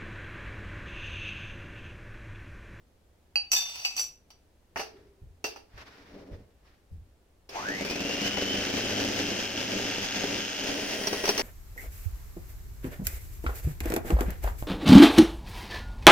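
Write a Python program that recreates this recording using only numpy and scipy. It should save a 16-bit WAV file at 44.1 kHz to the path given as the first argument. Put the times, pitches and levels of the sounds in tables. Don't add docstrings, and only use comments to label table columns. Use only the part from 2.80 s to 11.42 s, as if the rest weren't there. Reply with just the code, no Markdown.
import sys
import numpy as np
from scipy import signal
from scipy.fft import rfft, irfft, next_fast_len
from scipy.io import wavfile
from scipy.ndimage import map_coordinates

SR = 44100
rng = np.random.default_rng(int(sys.argv[2]) if len(sys.argv) > 2 else 0)


def transcribe(signal):
    frames = np.atleast_2d(signal).T
    limited = np.clip(frames, -1, 1)
    pcm = np.round(limited * 32767).astype(np.int16)
    wavfile.write(sys.argv[1], SR, pcm)


N = 380141

# rotor_multiple, level_db
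THICK_ORDERS = [(6, -54), (9, -54), (10, -51), (11, -53), (13, -55), (21, -57), (24, -51)]
THIN_ORDERS = [(2, -46), (6, -53), (10, -51), (12, -53), (18, -51)]
SLOTS = 12
THIN_HZ = 319.5
CROSSFADE_S = 7.7
WHINE_FROM_HZ = 65
SPUTTER_S, SPUTTER_DB, SPUTTER_FADE_DB_PER_S = 4.758, -41, 23
RATTLE_DB = -6


def mixer():
    t = clock()
    thin = np.clip((t - CROSSFADE_S) / .55, 0, 1)
    thick_gain, thin_gain = np.sqrt(1 - thin), np.sqrt(thin)
    speed = rotor_speed()
    effort, rush = workload(speed)
    slow = turns(speed, flutter=0.0018)
    fast = turns(THIN_HZ, flutter=0.002)
    inrush = np.minimum(speed / WHINE_FROM_HZ, 1) ** 2
    slots = inrush * housing(SLOTS * speed) * whine(slow, [(SLOTS, 0)], throb=0.7)
    slots = slots * unit(amp(3 * wobble(350)))
    hum = (speed / speed.max()) ** 6 * whine(slow, THICK_ORDERS, throb=1.0)
    tones = thick_gain * (slots + hum) + thin_gain * whine(fast, THIN_ORDERS, throb=0.48)
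    tones = kitchen(tones, wet_db=-5)
    angle = turns(speed + thin * (THIN_HZ - speed), flutter=.0012)
    glass = noise([(5000, -26.0), (9600, 8.0), (11500, -7), (16000, 2.5)])
    sizzle = amp(-10.5) * thin * rush * unit(amp(2.7 * wobble(420)) * glass)
    sputter = amp(SPUTTER_DB) * swell(SPUTTER_S, 0, 240, SPUTTER_FADE_DB_PER_S)
    sputter = (t > ON_S) * sputter * (noise(RUSH) + noise(KNOCK))
    shafts = amp(RATTLE_DB) * (1 - thin / 2) * rattle(angle)
    drive = rush * (amp(-1.5) * gears(angle) + shafts)
    machine = tones + strikes() + sputter + drive + sizzle + effort * beaters(angle, thin)
    return placed(machine, left_db=0.8, lag_samples=-2.45)


ON_S, SPIN_UP_S, FULL_HZ, CREEP_HZ_PER_S, LIMIT_HZ = 4.69, .24, 244, 11.5, 270.3


def rotor_speed():
    run = np.maximum(clock() - ON_S, 0)
    spin_up = FULL_HZ * (1 - np.exp(-run / SPIN_UP_S))
    return np.minimum(spin_up + CREEP_HZ_PER_S * run, LIMIT_HZ)


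# middle_s, length_s, beating_db
STROKES = [(6.23, 0.46, 3), (6.71, 0.11, -4.5), (6.967, 0.12, 3), (7.287, 0.099, -7.5), (7.49, 0.19, 3),
           (7.708, 0.22, -7.5), (7.882, 0.12, 3.5)]
BEAT_DB, BEAT_POWER = -35, 0.25
RUSH_DB, RUSH_POWER = -36.5, 3.1
RUSH_FOLLOWS = 0.12
ENGAGE_S = 4.84
LOOSEN_DB_PER_S = 2


def workload(speed):
    t, pace = clock(), speed / FULL_HZ
    push_db = sum(db * np.exp(-(2 * (t - s) / length) ** 2) for s, length, db in STROKES)
    engaged = swell(ENGAGE_S, np.inf, rise=440, fade=0)
    beat_db = BEAT_DB + push_db - LOOSEN_DB_PER_S * (t - ON_S)
    effort = engaged * pace ** BEAT_POWER * amp(beat_db)
    rush = np.minimum(pace, 1.05) ** RUSH_POWER * amp(RUSH_DB + RUSH_FOLLOWS * push_db)
    return effort, rush


def turns(speed_hz, flutter):
    return np.cumsum(speed_hz * (1 + flutter * wobble(30))) / SR


MAINS_HZ = 50
RIPPLE_TURNS = .005


def whine(angle, orders, throb):
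    mains = 2 * np.pi * 2 * MAINS_HZ * clock()
    angle = angle + RIPPLE_TURNS * np.sin(mains)
    tones = 0
    for order, db in orders:
        phase = rng.normal(0, .8, (2, 1))
        tones = tones + amp(db + 2 * wobble(22)) * np.sin(2 * np.pi * order * angle + phase)
    return tones * (1 + throb * np.cos(mains))


# centre_hz, width_hz, whine_db
HOUSING = [(800, 300, -34), (1690, 280, -32), (2580, 560, -40), (2915, 130, -32.5), (3020, 45, -37.5)]


def housing(hz):
    power = 0
    for centre, width, db in HOUSING:
        power = power + amp(db) ** 2 / (1 + (2 * (hz - centre) / width) ** 2) ** 1.3
    return np.sqrt(power)


# pitch_hz, level_db (relative), t60_s
COUNTER = [(107, -10, .25), (203, -1, .22), (286, 2, .2), (335, -4, .09), (405, -4, .13), (469, -4, .13),
           (570, -3, .05)]
# time_s, lead_db
HEAP = [(5.5, 9.5), (6.1, 5)]
# (relative, per Hz)
CHURN = [(25, -13), (150, -20.5), (200, -0.5), (570, -4.5), (1100, -25), (3000, -75)]
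GEAR_RATIO = 10


def beaters(angle, thin):
    wire = np.floor(angle * 4 / GEAR_RATIO - .1)
    at = np.flatnonzero(np.diff(wire) > 0)
    size, late = rng.standard_normal((2, len(at)))
    weak = amp(-np.interp(at / SR, *np.transpose(HEAP)))
    share = np.where(wire[at] % 4 == 1, 1, weak) / np.sqrt(1 + 3 * weak ** 2)
    blows = np.zeros(N)
    landing = np.clip(at + (late * .0013 * SR).astype(int), 0, N - 1)
    blows[landing] = share * amp(2 * size)
    slaps = driven(blows, COUNTER, spread=2.2)
    slaps = unit(filtered(slaps, lambda hz: 1j * hz / (1j * hz + 130)))
    light = unit(filtered(slaps, lambda hz: (1j * hz / (1j * hz + 316)) ** 2))
    slaps = np.sqrt(1 - thin) * slaps + np.sqrt(thin) * light
    drag = unit(signal.fftconvolve(blows, amp(-60 * clock(SR // 8) / 0.091))[:N])
    squelch = drag * (amp(-4.0) * noise(CHURN) + amp(-4.5) * noise(RUSH))
    return amp(-4.0) * slaps + squelch


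# (relative, per Hz)
RUSH = [(200, -7), (700, -4), (1120, -13.5), (1600, -5), (2200, -5), (2900, -4), (3800, -10.5),
        (5000, -6.5), (6300, -7), (7300, -18.5), (11000, -30.5), (14000, -20.5), (16000, -51)]


def gears(angle):
    wheel = angle / GEAR_RATIO % 1
    patches = np.repeat(rng.standard_normal(60), 20)
    wear = rng.standard_normal((2, 1200)) * amp(4 * patches)
    teeth = np.array([np.interp(wheel, np.linspace(0, 1, len(w)), w) for w in wear])
    rasp = unit(filtered(teeth + .5 * teeth[::-1], lambda hz: amp(along(RUSH, hz))))
    sputter = unit(amp(2 * wobble(500) + 5 * wobble(25)))
    return .7 * rasp * amp(2 * wobble(20)) + .6 * sputter * noise(RUSH)


# pitch_hz, level_db (relative), t60_s
SOCKETS = [(1590, -19.5, .035), (2910, 1, 0.0048), (5290, -3.5, 0.0072)]
RATTLE_SCATTER_DB = 4


def rattle(angle):
    at = np.flatnonzero(np.diff(np.floor(2 * angle)) > 0)
    size, late = rng.standard_normal((2, len(at)))
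    knocks = np.zeros(N)
    landing = np.clip(at + (late * .002 * SR).astype(int), 0, N - 1)
    knocks[landing] = amp(RATTLE_SCATTER_DB * np.minimum(size, 2))
    return driven(knocks, SOCKETS, spread=2.05)


# start_s, thud_db, wire_db (relative)
TICKS = [(4.692, -42, -38.5), (5.0495, -29, -31), (5.099, -33, -30.5), (5.571, -21, -44),
         (8.271, -23.5, -22.5), (8.3293, -20.5, -26.5), (8.439, -19, -28), (8.455, -21, -23),
         (8.477, -20, -23), (8.4906, -15, -18), (8.578, -22.5, -21.5), (8.5944, -19, -23.5)]
# pitch_hz, level_db (relative), t60_s
BOWL = [(406, 0.5, 0.1)]
# (relative, per Hz)
CRACK = [(200, -32), (780, -4), (1800, -14), (2650, -3.5), (3800, -9), (4700, 0), (6000, -6), (6900, -17.5),
         (14500, -18)]
KNOCK = [(100, -16), (400, 5.5), (770, 7.5), (1100, 0.5), (2700, -2), (6000, -74)]
THICK_WIRE_HZ, THIN_WIRE_HZ = 5330, 5730


def strikes():
    out = np.zeros((2, N))
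    for s, thud_db, wire_db in TICKS:
        thud = amp(-6) * burst(KNOCK, t60=0.063, attack=0.00054) + amp(-6.5) * ring(BOWL, spread=0.4)
        wire_hz = THICK_WIRE_HZ if s < CROSSFADE_S else THIN_WIRE_HZ
        wire = amp(-5.5) * burst(CRACK, t60=0.14, attack=0.00013)
        wire = wire + amp(-1) * ring([(wire_hz, 0, .05)], spread=1)
        add(out, s, amp(thud_db) * thud + amp(wire_db) * wire)
    return out


# start_s, level_db, china_db, steel_db (all relative)
CLINKS = [(0.557, -22, 4, -26), (0.717, -17, -13.5, 1.5), (0.7321, -15.5, -7.5, -4),
          (0.7631, -22, -1.5, 0.5), (1.0497, -18.5, -2, -10.5), (1.166, -23, -18, -3.5),
          (1.178, -23.5, -6, -6), (1.195, -19.5, -17, -2.5), (1.5037, -36.5, -17, -23)]
# start_s, level_db, china_db, steel_db (all relative)
KNOCKS = [(1.959, -22.5, -17, -28), (1.972, -33, -2.5, -30), (1.994, -26, -7.5, -22),
          (2.012, -34.5, -15, -5), (2.642, -26, -3.5, -1), (2.76, -39, -9.5, -14)]
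# start_s, level_db, fade_db_per_s
SLIDES = [(0.738, -35, 59.5), (0.957, -46, 46), (1.195, -34, 99)]
SLIDE_RISE_DB_PER_S = 898.5
SLIDE_END_S, SLIDE_END_DB_PER_S = 1.18, 249.5
# pitch_hz, level_db (relative), t60_s (before grip)
CHINA = [(790, -17, .12), (2540, -8, .15), (2625, -2, .22), (2890, -10, .18), (4613, 0, .25),
         (4915, -9, .15)]
STEEL = [(hz, db, .3) for hz, db in [(4510, -11), (5626, -5), (5782, -10), (5862, -4), (5935, -1),
         (5995, -6), (7350, -14), (7770, -14), (9415, -16), (12070, -15), (13450, -15), (14450, -15)]]
# pitch_hz, level_db (relative), t60_s
DISH_FOOT = [(433, -1, .13), (792, -1.5, 0.1), (1346, -5, 0.058)]
DISH_RIM = [(hz, db, .14) for hz, db in [(2713, 1), (2915, -6), (4755, -3), (5290, -7), (5960, -5)]]
# pitch_hz, level_db, t60_s
HANDLE = [(1707, -45, .25), (3575, -35, .55)]
HANDLE_S = .76


def tableware():
    out = np.zeros((2, N))
    for s, db, china_db, steel_db in CLINKS:
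        china = amp(china_db - 2.0) * ring(CHINA, spread=3.5, grip=2.06)
        steel = amp(-6.5) * ring(STEEL, spread=1.08, grip=1.2) + amp(-14) * jangle(t60=.22)
        crack = amp(-13.0) * burst(CRACK, t60=0.081, attack=0.00024)
        add(out, s, amp(db) * (china + amp(steel_db) * steel + crack))
    add(out, HANDLE_S, ring(HANDLE, spread=0))
    for s, db, china_db, steel_db in KNOCKS:
        china = amp(china_db - 4) * ring(DISH_RIM, spread=1.2) + amp(-9) * ring(DISH_FOOT, spread=1)
        steel = amp(steel_db - 10) * ring(STEEL, spread=1.3, grip=2)
        chatter = amp(china_db - 5) * burst(CRACK, t60=0.23, attack=0.0013)
        thud = amp(-3.0) * burst(KNOCK, t60=0.085, attack=0.00079)
        add(out, s, amp(db) * (china + steel + chatter + thud))
    slips = rng.standard_normal(N) * amp(5.6 * np.minimum(wobble(160), 1))
    scrape = driven(slips, CHINA + STEEL + DISH_RIM, spread=2, grip=2)
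    scrape = scrape + amp(-3) * unit(noise(CRACK) * amp(2 * wobble(120)))
    scrape = scrape * swell(0, SLIDE_END_S, rise=0, fade=SLIDE_END_DB_PER_S)
    out += scrape * sum(amp(db) * swell(s, 0, SLIDE_RISE_DB_PER_S, fade) for s, db, fade in SLIDES)
    return kitchen(out, wet_db=-7.0)


def jangle(t60):
    contacts = driven(rng.standard_normal(SR), STEEL, spread=1.533, grip=8.7)[:, :SR]
    return contacts * amp(-60 * clock(SR) / t60)


# start_s, length_s, shuffle_db, rustle_db (relative)
MOVES = [(2.163, 0.033, -62, -63.5), (2.988, 0.018, -60.5, -51.5), (3.088, 0.23, -60, -59),
         (3.358, 0.065, -46, -63), (3.526, 0.016, -48, -63.5), (3.877, 0.015, -75.5, -63.5)]
MOVE_RISE_DB_PER_S, MOVE_FADE_DB_PER_S = 238, 118
# start_s, level_db
CATCHES = [(2.976, -45.5)]
# start_s, level_db (relative)
BUMPS = [(2.417, -44), (2.936, -50), (3.512, -43.5), (4.11, -40)]
# (relative, per Hz)
BUMP = [(22, -4), (90, 6.5), (150, -11.5), (900, -56)]
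RUSTLE = [(250, -11), (700, -4.5), (1900, -2.5), (3200, -10), (5500, -11.5), (8000, -31)]
BOWL_DB = -4
SKID_S, SKID_DB, SKID_HZ = 2.16, -53.5, 397


def handling():
    shuffle, rustle = 0, 0
    for s, length, shuffle_db, rustle_db in MOVES:
        move = swell(s, length, MOVE_RISE_DB_PER_S, MOVE_FADE_DB_PER_S)
        shuffle = shuffle + amp(shuffle_db) * move
        rustle = rustle + amp(rustle_db) * move
    rub = noise(CHURN) / 2 + amp(BOWL_DB) * driven(rng.standard_normal(N), COUNTER, spread=2.3)
    out = shuffle * rub * amp(1.1 * wobble(45)) + rustle * noise(RUSTLE) * amp(2.0 * wobble(60))
    skid = amp(SKID_DB) * swell(SKID_S, 0, MOVE_RISE_DB_PER_S, 63)
    out += skid * driven(rng.standard_normal(N), [(SKID_HZ, 0, .12)], spread=0.91)
    for s, db in CATCHES:
        add(out, s, amp(db) * burst(RUSTLE, t60=0.13, attack=0.00098))
    for s, db in BUMPS:
        add(out, s, amp(db + 4.5) * burst(BUMP, t60=0.41, attack=0.0048))
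    return out


# (relative, per Hz)
FLOOR = [(35, -14), (66, -7.5), (125, -21), (520, -25), (1100, -34.5), (16000, -49)]
FLOOR_DB = -62.5


def background():
    return amp(FLOOR_DB) * noise(FLOOR)


# frequency_hz, t60_s
KITCHEN = [(150, 0.76), (1000, 0.3), (5000, 0.27), (14000, 0.056)]


def kitchen(x, wet_db):
    hz, t, grid = signal.stft(rng.standard_normal((2, SR // 2)), SR, nperseg=256)
    decay = amp(-60 * t / along(KITCHEN, hz)[:, None])
    bass_cut = (hz / (hz + 200))[:, None]
    tail = signal.istft(grid * decay * bass_cut, SR, nperseg=256)[1]
    tail = tail / np.linalg.norm(tail[0])
    return x + amp(wet_db) * signal.fftconvolve(x, tail, axes=1)[:, :N]


def placed(x, left_db, lag_samples):
    sides = np.array([[.5], [-.5]])
    return amp(left_db * sides) * filtered(x, lambda hz: np.exp(-2j * np.pi * hz * sides * lag_samples / SR))


def ring(modes, spread, grip=1):
    t, out = clock(SR), 0
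    for hz, db, t60 in modes:
        gain, phase = rng.standard_normal((2, 2, 1))
        detune, touch = rng.standard_normal(2)
        apart = hz / (hz + 1000) * hz ** 2 / (hz ** 2 + 200 ** 2)
        strength = amp(db + 2 * touch + 2 * apart * gain)
        pitch = hz * (1 + .003 * detune)
        decay = amp(-60 * t * grip / t60)
        out = out + strength * decay * np.sin(2 * np.pi * pitch * t + phase * spread * apart)
    return out


def driven(force, modes, spread, grip=1):
    return unit(signal.fftconvolve(force[None], ring(modes, spread, grip), axes=1)[:, :N])


def burst(spectrum, t60, attack):
    t = clock(SR)
    return noise(spectrum, size=SR) * amp(-60 * t / t60) * (1 - np.exp(-t / attack))


# frequency_hz, correlation
ALIKE = [(120, 0.93), (280, 0.91), (1000, 0.21), (8000, 0.11)]


def noise(spectrum, size=N):
    def mid_side(hz):
        turn = np.arccos(np.clip(along(ALIKE, hz), -1, 1)) / 2
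        return amp(along(spectrum, hz)) * [np.cos(turn), np.sin(turn)]

    mid, side = filtered(rng.standard_normal((2, size)), mid_side)
    return unit(np.array([mid + side, mid - side]))


def swell(start, hold, rise, fade):
    t = clock()
    before, after = np.maximum(start - t, 0), np.maximum(t - start - hold, 0)
    return amp(-abs(rise) * before - abs(fade) * after)


def wobble(rate):
    return map_coordinates(rng.standard_normal(int(N * rate / SR) + 4), [clock() * rate])


def filtered(x, response):
    n = x.shape[-1]
    m = next_fast_len(n + 8192)
    return irfft(rfft(x, m) * response(np.fft.rfftfreq(m, 1 / SR)), m)[..., :n]


def add(track, s, sound):
    part = track[:, round(s * SR):][:, :sound.shape[-1]]
    part += sound[:, :part.shape[-1]]


def along(points, hz):
    f, v = np.transpose(points)
    return np.interp(np.log(hz + 1), np.log(f + 1), v)


def amp(db):
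    return 10 ** (np.asarray(db) / 20)


def unit(x):
    return x / np.sqrt(np.mean(x ** 2) + 1e-20)


def clock(size=N):
    return np.arange(size) / SR


def scene():
    return mixer() + tableware() + handling() + background()


TOP_HZ = 15900


def record(dry):
    return filtered(dry, lambda hz: 1 / (1 + (hz / TOP_HZ) ** 120))


dry = scene()
out = record(dry)
transcribe(out)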